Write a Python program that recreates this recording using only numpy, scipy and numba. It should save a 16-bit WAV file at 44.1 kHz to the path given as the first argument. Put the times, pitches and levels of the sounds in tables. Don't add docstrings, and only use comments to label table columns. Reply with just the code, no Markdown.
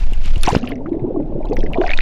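import sys
import numpy as np
from scipy import signal
from scipy.fft import rfft, irfft
from scipy.io import wavfile
from scipy.ndimage import uniform_filter1d
from numba import njit

SR = 44100
rng = np.random.default_rng(int(sys.argv[2]) if len(sys.argv) > 2 else 0)


def to_wav(sig):
    pcm = np.clip(np.atleast_2d(sig), -1, 1) * 32767
    pcm = np.round(pcm).astype(np.int16)
    wavfile.write(sys.argv[1], SR, pcm.T)


def volts(x):
    e = np.asarray(x, float) / 20
    return 10 ** e


N = 88993
TIME_S = np.arange(N) / SR
PLUNGE_S, UNDER_S, SURFACE_S = .433, .59, 1.86


def unit(x):
    return x / np.sqrt(np.mean(x ** 2))


def curve(table, column):
    rows = np.array(table, float)
    return np.interp(TIME_S, rows[:, 0], rows[:, column])


def colour_db(table, hz):
    rows = np.array(table, float)
    return np.interp(np.log(hz), np.log(rows[:, 0]), rows[:, 1], left=-90, right=-90)


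def noise(table):
    hz = np.fft.rfftfreq(N, 1 / SR) + 1e-3
    spectrum = rfft(rng.standard_normal(N))
    return unit(irfft(spectrum * volts(colour_db(table, hz)), N))


def band_noise(low_hz, high_hz):
    b, a = signal.butter(2, [low_hz, high_hz], "band", fs=SR)
    return unit(signal.lfilter(b, a, rng.standard_normal(N)))


@njit
def ring(out, start_s, size, hz, t60_s, rise_cycles, glide):
    for k in range(len(start_s)):
        first, length, phase = int(start_s[k] * SR), int(t60_s[k] * SR), 0.
        for i in range(min(length, len(out) - first)):
            age = i / length
            phase += 2 * np.pi * min(hz[k] * (1 + glide * age), .45 * SR) / SR
            swell = 1 - np.exp(-(i * hz[k] / (rise_cycles * SR)) ** 2)
            out[first + i] += size[k] * np.sin(phase) * np.exp(-np.log(1000.) * age) * swell
    return out


def bubbles(table, gain_db, rise_cycles, glide, swarm_db, t60_s=None, count=12):
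    swarm_oct, swarm_s, scatter_db = .584, .006, 2.8
    rows = np.array(table, float).T.copy()
    start_s, db, hz = rows[:3]
    if t60_s is None:
        t60_s = np.clip(rows[3], .006, .022)
    else:
        t60_s = np.full(len(start_s), t60_s)
    main = ring(np.zeros(N), start_s, volts(db + gain_db), hz, t60_s, rise_cycles, glide)

    late = rng.exponential(size=(len(start_s), count))
    g = rng.standard_normal((len(start_s), count, 2))
    ratio = 2 ** (swarm_oct * np.clip(g[..., 0], -.5, 1.4))
    small_s = start_s[:, None] + swarm_s * late
    small_size = volts(db[:, None] + swarm_db + scatter_db * (g[..., 1] - late)) / ratio
    small_hz = np.minimum(hz[:, None] * ratio, 13e3)
    small_t60_s = 0.66 * t60_s[:, None] / np.sqrt(ratio)
    swarm = ring(np.zeros(N), small_s.ravel(), small_size.ravel(), small_hz.ravel(),
                 small_t60_s.ravel(), rise_cycles, glide)
    return main + swarm


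# time in seconds, level in dB.
PUSH_LEVEL = [(0, -24.5), (.012, -6.5), (.2, -7.5), (.3, -4.5), (.47, -8.5), (.6, -26), (.9, -27),
              (1.15, -24), (1.35, -20), (1.5, -17.5), (1.6, -8), (1.72, -16.5), (1.88, -12), (2.0, -4.5),
              (2.018, -17.5)]
# frequency in Hz, density in dB per Hz.
PUSH_SPECTRUM = [(4, -17.5), (11, 4), (22, -2), (40, -14.5), (120, -38.5), (300, -64)]


def push():
    swirl_db, air_swirl_db, swirl_hz, buffet_db = -33, -43, 111, -38
    heave = noise(PUSH_SPECTRUM)
    slow_rms = np.sqrt(uniform_filter1d(heave ** 2, size=6000) + 0.028)
    sway = heave / slow_rms * volts(curve(PUSH_LEVEL, 1))
    in_air = (TIME_S < PLUNGE_S) | (TIME_S > SURFACE_S)
    swirl_level = volts(np.where(in_air, air_swirl_db, swirl_db)) + volts(buffet_db) * sway ** 2
    return sway + swirl_level * band_noise(swirl_hz / 2, swirl_hz * 2)


# centre in seconds, level in dB.
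GUST_EVENTS = [
    (.015, -35),
    (.06, -29.5),
    (.258, -20),
    (0.316, -21),
    (0.367, -15),
    (1.589, -33),
]
# frequency in Hz, density in dB per Hz.
GUST_SPECTRUM = [(25, 3), (60, -1.5), (150, -10.5), (400, -25), (1000, -55)]


def gusts():
    width_s = .011
    swells = sum(volts(db) * np.exp(-((TIME_S - s) / width_s) ** 2) for s, db in GUST_EVENTS)
    return noise(GUST_SPECTRUM) * swells


# time in seconds, level in dB.
SPRAY_LEVEL = [(0, -32), (.045, -34.5), (.06, -36), (.2, -38.5), (.26, -27.5), (.39, -35.5), (.43, -32),
               (.57, -36.5), (.6, -47), (.73, -46.5), (.75, -71.5), (1.1, -72.5), (1.4, -67), (1.55, -63.5),
               (1.8, -57.5), (1.82, -48.5), (2.02, -41.5)]
# frequency in Hz, density in dB per Hz.
SPRAY_SPECTRUM = [(900, -10.5), (1900, -7.5), (2500, -3.5), (4000, -10.5), (7800, -18.5), (8600, -22),
                  (13500, -25), (15600, -48)]


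def spray(count=3000):
    far_fizz_db, fizz_db, hiss_db, fizz_cycles, scatter_db = -11, 4, -10, 47, 2
    wet_port_hz, wet_port_db, dry_port_db = 7400, -33, -8.5
    before = TIME_S < PLUNGE_S
    plunge = (TIME_S > PLUNGE_S) & (TIME_S < UNDER_S)

    u = rng.random((count, 3)).T
    hz = 900 * 17. ** u[1]
    db = colour_db(SPRAY_SPECTRUM, hz) + 10 * np.log10(hz) - scatter_db * np.log(.03 + u[2])
    fizz = unit(ring(np.zeros(N), u[0] * N / SR, volts(db), hz, fizz_cycles / hz, 0.95, 0.42))
    fizz = fizz * volts(np.where(before, far_fizz_db, fizz_db))
    both = fizz + volts(hiss_db) * noise(SPRAY_SPECTRUM)

    dull = signal.sosfiltfilt(signal.butter(6, wet_port_hz, fs=SR, output="sos"), both)
    top_db = np.where(plunge, 0, np.where(before, dry_port_db, wet_port_db))
    return (dull + (both - dull) * volts(top_db)) * volts(curve(SPRAY_LEVEL, 1))


# time in seconds, large bubbles in dB, middle bubbles in dB, large pitch in Hz.
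CHURN_COURSE = [
    (.42, -51.5, -44.5, 341.2),
    (.47, -25.5, -35, 394),
    (.6, -34.5, -34.5, 249.7),
    (.8, -34, -34.5, 259.3),
    (.92, -27, -38, 321.4),
    (1.2, -24.5, -38, 298.6),
    (1.45, -33, -38.5, 307.7),
    (1.7, -32.5, -30.5, 307),
    (1.82, -26.5, -27, 343.2),
    (1.95, -42, -37, 330.5),
]


def gurgle(size, count):
    spread_oct, cycles = (0.2355, 0.3005)[size], (28, 36)[size]
    scatter_db, tilt_db_per_oct, middle_ratio = 5, -6.5, 2.1
    u = rng.random((count, 2)).T
    octs = spread_oct * np.clip(rng.standard_normal(count), -2, 1.3)
    centre_hz = curve(CHURN_COURSE, 3)[(u[0] * N).astype(int)] * middle_ratio ** size
    hz = centre_hz * 2 ** octs
    db = tilt_db_per_oct * octs - scatter_db * np.log(0.044 + u[1])
    crowd = unit(ring(np.zeros(N), u[0] * N / SR, volts(db), hz, cycles / hz, 0.8, 0.52))
    return crowd * volts(curve(CHURN_COURSE, size + 1))


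# time in seconds, pitch in Hz, level in dB.
POCKET_COURSE = [
    (.6, 229.9, -61),
    (.635, 239.7, -22),
    (.69, 246.9, -30),
    (.725, 273.7, -27),
    (.75, 264.4, -41.5),
    (.79, 243.8, -29.5),
    (.83, 276, -36.5),
    (.88, 321.3, -22.5),
    (.9, 329, -45.5),
]


def pocket():
    wobble, flutter_db = 0.023, 3
    drift = []
    for _ in range(2):
        smooth = uniform_filter1d(rng.standard_normal(N), size=700)
        drift.append(unit(uniform_filter1d(smooth, size=700)))
    hz = curve(POCKET_COURSE, 1) * (1 + wobble * drift[0])
    phase = 2 * np.pi * np.cumsum(hz) / SR
    inside = (TIME_S > POCKET_COURSE[0][0]) & (TIME_S < POCKET_COURSE[-1][0])
    level = volts(curve(POCKET_COURSE, 2) + flutter_db * drift[1])
    return np.sqrt(2) * inside * np.sin(phase) * level


# start in seconds, peak in dB, pitch in Hz.
TICK_EVENTS = [(.257, -41, 8600), (.4155, -27, 6690), (.4336, -22, 8940), (.463, -15, 5430),
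               (.49, -17.5, 5800), (.501, -25, 7100), (.531, -27.5, 5700), (.552, -17, 4990),
               (.646, -45, 6250), (.69, -36, 11150), (.756, -42.5, 5600), (1.459, -58, 10000),
               (1.499, -47, 6200), (1.556, -45.5, 11800), (1.567, -32, 5560), (1.59, -32.5, 5060),
               (1.638, -35, 5160), (1.729, -44, 14200), (1.874, -25, 4840), (2.012, -34, 9700)]


def ticks():
    return bubbles(TICK_EVENTS, 5.5, 1.2, 0.19, -10.5, 0.0074)


# start in seconds, peak in dB.
CRACK_EVENTS = [
    (.1346, -33.5),
    (0.2587, -31),
    (0.36, -38),
    (0.38, -34),
    (.4336, -11.5),
    (0.6691, -47),
    (1.4593, -41.5),
    (1.7285, -42),
    (2.012, -30.5),
]


def cracks():
    decay_s = .0006
    bursts = sum(volts(db) * (TIME_S > s) * np.exp(-np.abs(TIME_S - s) / decay_s) for s, db in CRACK_EVENTS)
    return band_noise(2960, 10000) * bursts


# start in seconds, peak in dB,
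# pitch in Hz.
DEEP_EVENTS = [(.859, -19, 1232), (.861, -32.5, 1970), (.89, -46, 3330), (.93, -37, 2120),
               (.995, -38.5, 2110), (1.429, -39, 2360), (1.453, -38.5, 3900), (1.47, -38.5, 2550),
               (1.487, -38, 3400), (1.52, -31, 2490), (1.532, -32.5, 4500), (1.59, -32.5, 3380),
               (1.605, -27.5, 3200), (1.776, -33.5, 3470), (1.826, -37, 4400), (1.85, -30, 3380),
               (1.863, -16, 2510), (1.902, -17.5, 3590), (2.005, -13, 2480), (.7553, -33, 2170),
               (.778, -41, 2120), (.9494, -41, 1980), (1.202, -46, 2030), (1.2272, -48, 2540),
               (.64, -20, 1270), (.706, -20.5, 1040), (.688, -34.5, 3000), (1.714, -27.5, 1130),
               (1.665, -34.5, 3090), (1.812, -22.5, 2900)]


def deep_pings():
    return bubbles(DEEP_EVENTS, 0.5, 1.3, 0.046, -7.5, 0.016)


# start in seconds, peak in dB, pitch in Hz, ring T60 in seconds.
PING_EVENTS = [(0.1343, -24.5, 2780, 0.017), (0.3583, -24, 2830, 0.034), (0.4106, -24.5, 4520, 0.011),
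               (0.4344, -10.5, 3540, 0.009), (0.437, -11, 2540, 0.009), (0.4498, -28, 4560, 0.009),
               (0.4543, -15.5, 4300, 0.009), (0.4405, -15, 1420, 0.012), (0.473, -15, 2600, 0.012),
               (0.481, -11.5, 2650, 0.01), (0.4905, -23.5, 2770, 0.008), (0.557, -13.5, 2760, 0.0094),
               (0.5312, -30, 2640, 0.012), (0.5493, -3, 1380, 0.0081), (0.63, -26.5, 2730, 0.013),
               (0.6749, -14.5, 2700, 0.006), (0.6909, -26, 1960, 0.0073), (0.7191, -20.5, 2065, 0.017),
               (1.5682, -12.5, 1980, 0.0098), (1.631, -23, 1850, 0.0084), (1.6628, -23, 1980, 0.019),
               (1.7342, -15.5, 2730, 0.0079), (1.7431, -20, 2315, 0.047), (1.8146, -9.5, 1610, 0.006),
               (1.8375, -17, 1510, 0.027), (1.8791, -17, 1870, 0.052), (1.8926, -13.5, 2170, 0.046),
               (1.9056, -7.5, 1840, 0.012), (1.9152, -5.5, 2230, 0.015), (1.935, -7.5, 2473, 0.025),
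               (1.9752, -12.5, 3720, 0.0099), (1.9887, 0, 1870, 0.0062)]


def pings():
    return bubbles(PING_EVENTS, 2.0, 0.61, 0.072, -14.5)


# start in seconds, peak in dB, pitch in Hz.
THUD_EVENTS = [
    (.66, -28, 119.4),
    (.856, -22.5, 210),
    (.909, -25.5, 192),
    (1.019, -12.5, 123.7),
    (1.235, -24, 142.4),
    (1.31, -23.5, 117),
    (1.348, -15.5, 138),
    (1.578, -18.5, 199),
    (1.625, -21, 155),
    (1.69, -18.5, 168),
]


def thuds():
    return bubbles(THUD_EVENTS, 3.1, 0.5, 0.05, -9.5, 0.09, count=2)


# start in
# seconds, peak in dB, pitch in Hz.
PLOP_EVENTS = [(0.473, -4, 978), (0.481, 1.5, 762), (0.488, 2.5, 781), (0.4952, -15, 747), (0.503, -7, 954),
               (0.528, 1, 458), (0.992, -29.5, 697), (1.064, -31.5, 931), (1.159, -17, 644),
               (1.319, -19.5, 587), (1.357, -16.5, 551), (1.404, -18, 597), (1.443, -22.5, 638),
               (1.756, -14.5, 700), (1.77, -10, 628), (1.813, -6.5, 644), (1.8395, -7.5, 712),
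               (1.855, -9.5, 695), (1.896, -16.5, 611), (.716, -21.5, 666), (.805, -33, 889),
               (1.105, -26, 580), (1.196, -14.5, 542), (1.197, -32, 796), (1.445, -27, 877),
               (1.455, -32, 1006), (1.585, -16, 508), (.63, -27, 744), (1.91, -22.5, 715)]


def plops():
    t60_s = np.where(np.array(PLOP_EVENTS)[:, 0] < UNDER_S, .024, .05)
    return bubbles(PLOP_EVENTS, 3.2, 1.83, 0.12, -6.0, t60_s, count=3)


# start in seconds, peak in dB, pitch in Hz.
GULP_EVENTS = [(0.633, -26, 247), (0.714, -16, 268), (0.883, -17, 343), (0.917, -7.5, 311.5),
               (0.938, -14.5, 385.5), (1.039, -7, 337.5), (1.104, -16.5, 494), (1.167, -8, 302),
               (1.193, -11.5, 265), (1.318, -23, 314), (1.353, -16, 337), (1.379, -13.5, 333),
               (1.51, -7, 408.4), (1.526, -10.5, 469), (1.584, -15, 328), (1.636, -11, 393),
               (1.783, -4.5, 352), (1.8, -7, 365), (1.295, -20.5, 342), (1.445, -24.5, 365),
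               (1.495, -11.5, 276), (1.53, -16, 244), (.965, -14.5, 293)]


def gulps():
    return bubbles(GULP_EVENTS, 1.2, 0.59, 0.35, -5.5, 0.075, count=3)


# start in seconds, peak in dB, push length in seconds.
SLAP_EVENTS = [
    (.121, -17, 0.0018),
    (0.478, -2.5, 0.0012),
    (0.5244, -8.5, 0.0038),
    (0.55, 2.5, 0.00098),
    (0.564, 3, 0.0024),
]


def slaps():
    out = np.zeros(N)
    for start_s, db, width_s in SLAP_EVENTS:
        age = (TIME_S - start_s) / width_s
        dent = np.exp(-((age - 0.63) / 0.5) ** 2)
        rebound = 0.9 * np.exp(-((age - 1.49) / 0.25) ** 2)
        out += volts(db) * (rebound - dent)
    return out


def scene():
    flow = push() + gusts() + spray()
    churn = gurgle(size=0, count=500) + gurgle(size=1, count=1200)
    small = ticks() + cracks() + deep_pings() + pings()
    large = pocket() + thuds() + plops() + gulps()
    return (flow + churn + small + large + slaps())[None]


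def low_pass(x):
    return signal.sosfilt(signal.butter(12, 15820, fs=SR, output="sos"), x)


def record(dry):
    membrane_hz = 13000
    rounded = np.tanh(1.149 * dry) / 1.251
    dull = signal.sosfilt(signal.butter(4, membrane_hz, fs=SR, output="sos"), rounded)
    return low_pass(dull)


dry = scene()
out = record(dry)
to_wav(out)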